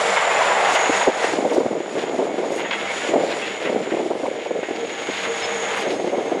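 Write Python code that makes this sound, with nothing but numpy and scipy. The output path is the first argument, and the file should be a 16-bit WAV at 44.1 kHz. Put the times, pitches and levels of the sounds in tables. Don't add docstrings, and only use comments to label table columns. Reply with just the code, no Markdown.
import sys
import numpy as np
from scipy import signal
from scipy.fft import rfft, irfft
from scipy.io import wavfile
from scipy.ndimage import uniform_filter1d

SR = 44100
rng = np.random.default_rng(int(sys.argv[2]) if len(sys.argv) > 2 else 0)


def generate_wav(sig):
    pcm = np.round(np.clip(np.atleast_2d(sig).T, -1, 1) * 32767).astype(np.int16)
    wavfile.write(sys.argv[1], SR, pcm)


N = 282240
TIME = np.arange(N) / SR

# (frequency [Hz], relative density [dB])
ROAR_SPECTRUM = [(30, -70), (50, -51), (70, -54), (100, -11), (200, -13), (320, -10), (480, 0.5),
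                 (750, 1.5), (1100, -3), (1600, -2.5), (2150, -0.5), (2700, -6), (3500, -7), (4500, -24.5),
                 (7000, -69)]
# (multiple of the firing rate [1], relative level [dB])
ENGINE_ORDERS = [(1, -24.5), (2, -11.5), (7, -13.5), (8, -6)]
# (frequency [Hz], relative level [dB])
GEAR_TONES = [(633, -7), (1332, -14.5), (1454, -17), (1573, -21), (1708, -14.5)]
def diesel(load_db, fan_db, firing_hz=99.6, fan_hz=461, throb=0.064):
    speed = 1 + 0.00314 * drift(2.06)
    pulsation = 1 + throb * np.cos(phase_of(firing_hz * speed))
    roar = colour(rng.standard_normal(N) * pulsation, ROAR_SPECTRUM) * from_db(drift(15))
    exhaust = band(roar, 460, 1350, order=1)
    loaded_roar = roar + (from_db(load_db) - 1) * exhaust
    partials = [(order * firing_hz, db) for order, db in ENGINE_ORDERS] + GEAR_TONES
    tones = 0
    for hz, db in partials:
        tones += from_db(db + 4.5 * drift(7.1)) * np.sin(phase_of(hz * speed) + drift(7.4))
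    fan = from_db(fan_db + 3.5 * drift(8.9)) * np.sin(phase_of(fan_hz * speed) + drift(11.7))
    return from_db(-0.97) * loaded_roar + from_db(-4.5) * tones + fan


# (time [s], frequency [Hz])
WHISTLE_PITCH = [(0, 7130), (.18, 7150), (.35, 6990), (.55, 7030), (.77, 6715), (1.15, 6760), (1.45, 6910),
                 (2.42, 6820), (2.58, 6710), (3.25, 7000), (3.6, 6830), (3.85, 7000), (4.3, 6810),
                 (5.15, 6690), (5.71, 6715), (5.78, 6590), (6.4, 6520)]
# (time [s], gain [dB], duration [s])
WHISTLE_DIPS = [(2.38, -3, 0.17), (3.72, -3, 0.11), (4.15, -17, 0.057), (4.7, -3, 0.69)]
def turbo(treble_swing_db, intake_hz=6720, intake_width_hz=81):
    hz, = in_time(WHISTLE_PITCH)
    core = from_db(-3 + 1.2 * drift(9.8)) * narrow_noise(hz, width_hz=31)
    rushing_air = from_db(-1.5) * narrow_noise(hz + 80, width_hz=290)
    resonance_db = 6.5 * bell(hz - intake_hz, intake_width_hz)
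    level_db = -45.5 + 0.75 * treble_swing_db + swells(WHISTLE_DIPS) + resonance_db
    return from_db(level_db) * (core + rushing_air)


# (frequency [Hz], bandwidth [Hz], gain [dB])
STEEL_MODES = [(921, 44, 5.5), (1150, 90, 0.5), (1520, 250, -2), (1990, 110, 3), (2150, 75, 4),
               (2610, 640, -2), (3200, 830, -5), (5450, 810, -19)]
def rattle(hits_per_s=450, shoe_hz=3.8, first_shoe_s=0.225):
    surge = from_db(8.5 * np.cos(2 * np.pi * shoe_hz * (TIME - first_shoe_s)))
    return rms_one(resonate(ticks(hits_per_s * surge, spread_db=6), STEEL_MODES))


# (time [s], relative level [dB], chatter T60 [s], centre frequency [Hz], ring level [dB])
SHOE_IMPACTS = [(0.163, -11.5, 0.55, 1450, -28), (.362, -20, 0.29, 2300, -29),
                (0.51, -18, 0.079, 1500, -32), (.648, -16, 0.79, 805, -14), (0.751, -12, 0.27, 2600, -66),
                (0.857, -15.5, 0.13, 2000, -44), (0.928, -17.5, 0.35, 2010, -33),
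                (1.234, -19, .25, 1900, -34), (1.496, -24, 0.23, 2800, -52), (1.012, -15, 0.18, 1400, -36),
                (2.577, -23.5, 0.28, 2900, -56), (2.649, -21, 0.19, 2150, -35),
                (2.709, -12.5, 0.093, 2800, -31.5), (2.729, -17, 0.21, 2800, -35),
                (3.422, -26, 0.31, 2540, -31.5), (3.652, -17.5, .16, 2070, -47), (3.67, -24, .1, 1800, -50),
                (3.904, -24, 0.4, 1800, -42), (4.633, -24.5, 0.16, 1910, -40), (5.25, -26, .15, 1500, -40)]
def clanks(crack_t60_s=0.075, pin_hits_per_s=470):
    force, cracks = np.zeros((2, N + SR))
    age = TIME[:SR // 2]
    for start, db, chatter_t60, centre_hz, _ in SHOE_IMPACTS:
        span = slice(int(start * SR), int(start * SR) + len(age))
        force[span] += from_db(db - 60 * age / chatter_t60)
        crack = rms_one(band(rng.standard_normal(len(age)), centre_hz / 2, centre_hz * 1.32))
        cracks[span] += from_db(db - 7.5 - 60 * age / crack_t60_s) * crack
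    contact = rms_one(rng.standard_normal(N) + 0.19 * rms_one(ticks(pin_hits_per_s, spread_db=-13)))
    smooth_force = uniform_filter1d(force[:N], size=130)
    chatter = from_db(4) * resonate(smooth_force * contact, STEEL_MODES)
    return band(chatter + cracks[:N], 420, 3800)


# (frequency [Hz], relative level [dB])
SHOE_MODES = [(810, -2.5), (1340, 1), (1590, 4), (1870, 5), (2030, 4), (2570, 2), (2710, -1), (3330, 0)]
def shoe_rings(t60_s=0.3, span_octaves=1, detune=0.0037):
    out, age = np.zeros(N + SR), TIME[:SR // 2]
    decay = from_db(-60 * age / t60_s)
    for start, _, _, centre_hz, ring_db in SHOE_IMPACTS:
        for hz, db in SHOE_MODES:
            mistuning, scatter_db = rng.standard_normal(2)
            gain = from_db(ring_db + db + scatter_db) * bell(np.log2(hz / centre_hz), span_octaves)
            mode = np.sin(2 * np.pi * hz * (1 + detune * mistuning) * age)
            out[int(start * SR):][:len(age)] += gain * decay * mode
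    return out[:N]


# (time [s], gain [dB], duration [s])
LINK_RISES = [(.15, 6, .3), (2.77, 8, .1), (2.91, 16, .06), (3.08, 7, .04)]
def links(roar_swing_db, note_hz=2177, wander_hz=35):
    level_db = -45 + 0.55 * roar_swing_db + swells(LINK_RISES) + 1.5 * drift(10)
    return from_db(level_db) * narrow_noise(note_hz + wander_hz * drift(10), width_hz=56)


# (time [s], frequency [Hz], level [dB], duration [s], pitch quaver [fraction])
PIN_SQUEALS = [(1.005, 8300, -39, .018, .005), (5.443, 5208, -29.5, .029, .001),
               (5.8, 4820, -38.5, .02, .035), (5.945, 5208, -45, .038, .002)]
def squeaks():
    quaver = drift(250)
    return sum(from_db(db) * bell(TIME - at, length) * np.sin(phase_of(hz * (1 + depth * quaver)))
               for at, hz, db, length, depth in PIN_SQUEALS)


# (frequency [Hz], relative density [dB])
GRIT_SPECTRUM = [(2000, -45), (3500, 4), (4500, 1), (6000, -0.5), (7500, -1.5), (8800, -8.5), (10200, -7),
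                 (11500, -27.5), (14000, -101)]
def soil(treble_db):
    grit = colour(rng.standard_normal(N) * from_db(0.82 * drift(140)), GRIT_SPECTRUM)
    return from_db(treble_db + 1 + 1.77 * drift(6.7)) * grit


def gravel():
    crunch = ticks(per_s=1100, spread_db=3) * from_db(4.5 * drift(14))
    return from_db(-7.5) * rms_one(band(crunch, 1400, 3400))


# (time [s], level [dB], duration [s], lower edge [Hz], upper edge [Hz])
EDGE_SCRAPES = [(0.744, -29.5, 0.033, 3050, 7840), (1.548, -40, .094, 2400, 7100),
                (2.554, -43.5, 0.084, 3000, 8440), (2.606, -29, 0.024, 700, 2400),
                (3.302, -36.5, 0.14, 1900, 4550), (3.5, -31.5, .1, 1580, 3430),
                (4.433, -39, 0.11, 1710, 3400), (4.777, -40, .06, 1700, 3940),
                (5.165, -30, 0.11, 1690, 3770), (5.25, -32, 0.071, 990, 2600),
                (5.44, -32.5, 0.094, 2000, 3750), (5.756, -28.5, 0.085, 784, 2170),
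                (5.794, -41, .067, 3000, 8400), (5.901, -31.5, 0.049, 1300, 3470)]
def rasps(slips_per_s=1500, judder_db=2.5):
    slips = ticks(slips_per_s, spread_db=-0.5) * from_db(judder_db * drift(30))
    return sum(from_db(db) * bell(TIME - at, length) * rms_one(band(slips, low_hz, high_hz))
               for at, db, length, low_hz, high_hz in EDGE_SCRAPES)


# (time [s], frequency [Hz], peak level [dB])
STONE_IMPACTS = [(.088, 640, -15), (.224, 1180, -16), (.277, 700, -12), (.39, 650, -14), (.415, 980, -12),
                 (.507, 985, -11), (.586, 790, -17), (.755, 680, -12), (.798, 930, -17), (1.011, 950, -14)]
def knocks(t60_s=0.08):
    out = np.zeros(N)
    for start, hz, db in STONE_IMPACTS:
        age = np.maximum(TIME - start, 0)
        out += from_db(db - 60 * age / t60_s) * np.sin(2 * np.pi * hz * age)
    return low_cut(out, 400)


# (frequency [Hz], relative density [dB])
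WIND_SPECTRUM = [(15, -62), (30, -60), (60, -91), (110, -21.5), (180, -15), (260, -6), (350, -1), (470, 0),
                 (620, -4), (800, -10.5), (1100, -24.5), (1600, -33.5), (3000, -34), (8000, -62)]
def wind(lull_db=-4.2, lull_s=0.05):
    air = from_db(3 * drift(36)) * colour(rng.standard_normal(N), WIND_SPECTRUM)
    pops = resonate(ticks(per_s=110, spread_db=-4.5), [(455, 610, 0)])
    pops = from_db(-4.5) * rms_one(band(pops, 173, 754))
    lull = np.minimum(sum(bell(TIME - at, lull_s) for at, *_ in STRONG_EDDIES), 1)
    flutter = wind_strength() * from_db(lull_db * lull) * (air + pops)
    return low_cut(flutter + buffets(), 60, order=4)


# (time [s], level [dB], duration [s], centre frequency [Hz])
STRONG_EDDIES = [(0.897, -12.5, 0.0092, 425), (1.078, -9.5, 0.021, 523), (1.244, -12.5, 0.0055, 605),
                 (1.337, -16.5, 0.01, 525), (1.387, -16.5, 0.012, 467), (1.427, -16.5, 0.0075, 554),
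                 (1.452, -14.5, 0.022, 520), (1.518, -17.5, 0.022, 534), (1.565, -15, 0.016, 570),
                 (1.581, -9, 0.01, 480), (1.606, -15, 0.011, 538), (1.657, -18, 0.0099, 402),
                 (1.663, -11.5, 0.0052, 449), (1.712, -18, .014, 430), (1.73, -20.5, .01, 456),
                 (1.753, -18, 0.01, 420), (1.767, -20.5, 0.023, 450), (1.804, -18, 0.0091, 460),
                 (1.973, -20.5, .014, 440), (2.038, -19, 0.011, 485), (2.144, -19.5, 0.015, 470),
                 (2.193, -17, 0.04, 508), (2.225, -14.5, 0.0074, 503), (2.342, -21.5, 0.0094, 483),
                 (2.383, -18, 0.0086, 534), (2.402, -20.5, 0.015, 450), (2.437, -22, 0.044, 520),
                 (3.092, -18, 0.0093, 464), (3.139, -12, 0.013, 549), (3.16, -12, .014, 495),
                 (3.179, -14.5, .012, 510), (3.236, -14, 0.0083, 490), (3.653, -23.5, 0.019, 400),
                 (3.698, -20.5, .011, 465), (3.728, -17.5, 0.0063, 580), (3.762, -13, 0.01, 440),
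                 (3.805, -21.5, .018, 380), (3.922, -16, .008, 460), (3.941, -17, 0.014, 446),
                 (3.971, -18.5, 0.0078, 550), (3.998, -17.5, 0.025, 491), (4.108, -16, 0.014, 568),
                 (4.2, -22, 0.0097, 520), (4.235, -18, 0.014, 544), (4.258, -21, 0.014, 640),
                 (4.283, -18, .008, 460), (4.314, -20.5, 0.009, 455), (4.461, -24, 0.015, 502),
                 (4.51, -15, 0.0093, 516), (4.556, -21.5, 0.028, 453), (4.59, -20, 0.0075, 450),
                 (4.631, -19.5, 0.0064, 490), (4.688, -18.5, 0.0054, 476), (4.709, -18.5, 0.0095, 430),
                 (4.754, -22.5, 0.0072, 474), (5.091, -19, .012, 463), (5.924, -20, .026, 470),
                 (5.997, -21, 0.017, 477), (6.045, -18, 0.011, 477), (6.072, -17.5, 0.018, 448),
                 (6.133, -18, 0.027, 477), (6.179, -18, 0.024, 493), (6.32, -15.5, 0.017, 493)]
def buffets(swirl_hz=480):
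    swirl = colour(rng.standard_normal(N), WIND_SPECTRUM)
    local_power = uniform_filter1d(swirl ** 2, size=220)
    swirl = band(swirl / local_power ** 0.35, 176, 2600)
    out = np.zeros(N)
    for at, db, length, hz in STRONG_EDDIES:
        span = slice(*np.searchsorted(TIME, [at - length, at + 3 * length]))
        age = TIME[span] - at
        envelope = bell(age, length * np.where(age < 0, 0.5, 1.5))
        eddy = envelope * np.interp(at + age * hz / swirl_hz, TIME, swirl)
        out[span] += from_db(db) * np.sqrt(np.mean(envelope ** 2)) * rms_one(eddy)
    return out


# (start [s], end [s], level [dB])
WIND_GUSTS = [(1.36, 1.606, -21), (1.962, 2.03, -22.5), (2.138, 2.512, -25), (3.123, 3.207, -21),
              (3.675, 3.765, -22.5), (3.96, 4.198, -25.5), (4.51, 4.866, -33), (5.863, 6.403, -25)]
def wind_strength(breeze_db=-37, breeze_rise_s=0.67, attack_s=0.056, release_s=0.16, sag_db_per_s=2.5):
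    strength = from_db(breeze_db) * np.minimum(TIME / breeze_rise_s, 1) ** 2
    for start, end, db in WIND_GUSTS:
        edges = np.maximum(start - TIME, 0) / attack_s + np.maximum(TIME - end, 0) / release_s
        gust = from_db(db - sag_db_per_s * np.maximum(TIME - start, 0)) * np.exp(-edges)
        strength = np.hypot(strength, gust)
    return strength


def from_db(db):
    return 10 ** (np.asarray(db) / 20)


def rms_one(x):
    return x / np.sqrt(np.mean(x ** 2) + 1e-20)


def in_time(rows):
    times, *columns = np.transpose(rows)
    return [np.interp(TIME, times, column) for column in columns]


def bell(offset, width):
    return 0.5 ** np.minimum((2 * offset / width) ** 2, 60)


def swells(rows):
    return sum(db * bell(TIME - at, length) for at, db, length in rows)


def drift(rate):
    step, settle = 20, 4000
    pole = np.exp(-2 * np.pi * rate * step / SR)
    noise = rng.standard_normal(N // step + settle + 2)
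    slow = signal.lfilter([1], [1, -2 * pole, pole * pole], noise)[settle:]
    return np.interp(np.arange(N) / step, np.arange(len(slow)), rms_one(slow))


def ticks(per_s, spread_db):
    impulses = (rng.random(N) < per_s / SR) * rng.choice([-1, 1], N)
    return impulses * from_db(spread_db * np.minimum(rng.exponential(1, N), 3))


def phase_of(hz):
    return 2 * np.pi * np.cumsum(hz) / SR


def narrow_noise(hz, width_hz):
    phase = phase_of(hz)
    return drift(width_hz) * np.cos(phase) + drift(width_hz) * np.sin(phase)


def colour(x, spectrum):
    hz, db = np.transpose(spectrum)
    bins = np.maximum(np.fft.rfftfreq(N, 1 / SR), 1)
    gain = from_db(np.interp(np.log(bins), np.log(hz), db))
    return rms_one(irfft(rfft(x) * gain, N))


def resonate(x, modes):
    out = 0
    for k, (hz, width_hz, db) in enumerate(modes):
        radius = np.exp(-np.pi * width_hz / SR)
        poles = [1, -2 * radius * np.cos(2 * np.pi * hz / SR), radius ** 2]
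        gain = (-1) ** k * from_db(db) * (1 - radius ** 2) / 2
        out += gain * signal.lfilter([1, 0, -1], poles, x + 1e-18)
    return out


def band(x, low_hz, high_hz, order=2):
    return signal.sosfilt(signal.butter(order, [low_hz, high_hz], "band", fs=SR, output="sos"), x)


def low_cut(x, hz, order=2):
    return signal.sosfilt(signal.butter(order, hz, "high", fs=SR, output="sos"), x)


# (time [s], roar level [dB], treble level [dB])
MACHINE_LEVELS = [(0, -28.5, -34), (1.03, -28.5, -37), (1.12, -34.5, -46.5), (1.25, -28, -38),
                  (1.42, -38, -44.5), (1.74, -43, -51.5), (1.97, -35.5, -47.5), (2.27, -38.5, -47.5),
                  (2.5, -36, -50), (2.7, -33.5, -51), (2.9, -27.5, -41), (3.07, -27.5, -37),
                  (3.16, -36, -43.5), (3.3, -31, -43), (3.8, -35.5, -47.5), (4.2, -39, -50.5),
                  (4.85, -34.5, -50.5), (5.15, -29, -44), (5.79, -27, -42), (6.02, -39.5, -46.5),
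                  (6.4, -35.5, -51.5)]
# (time [s], midrange gain [dB])
ENGINE_LOAD = [(0, 13.5), (.9, 13), (2.6, 0), (3.5, 1), (4.4, -5), (5.6, 1.5), (6.4, 3)]
# (time [s], gain [dB], duration [s])
FAN_RISES = [(.07, 7, 0.1), (4.83, 11, 0.08), (5.3, 9, 0.11), (5.5, 7, .17)]
def scene():
    roar_db, treble_db = in_time(MACHINE_LEVELS)
    load_db, = in_time(ENGINE_LOAD)
    roar_swing_db = roar_db - roar_db.mean()
    fan_db = -4 - 0.33 * roar_swing_db + swells(FAN_RISES)
    machine = from_db(roar_db) * (diesel(load_db, fan_db) + from_db(-8.5) * rattle())
    tracks = links(roar_swing_db) + clanks() + shoe_rings() + squeaks()
    blade = soil(treble_db) + from_db(roar_db) * gravel() + rasps() + knocks()
    whistle = turbo(treble_db - treble_db.mean())
    return (machine + tracks + blade + whistle + wind())[None]


def record(dry):
    low_cut_hz, high_cut_hz, ceiling = 100, 12000, 0.54
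    thin = low_cut(dry, low_cut_hz)
    limited = thin / (1 + (thin / ceiling) ** 10) ** (1 / 10)
    return signal.sosfilt(signal.ellip(10, 0.3, 80, high_cut_hz, fs=SR, output="sos"), limited)


dry = scene()
out = record(dry)
generate_wav(out)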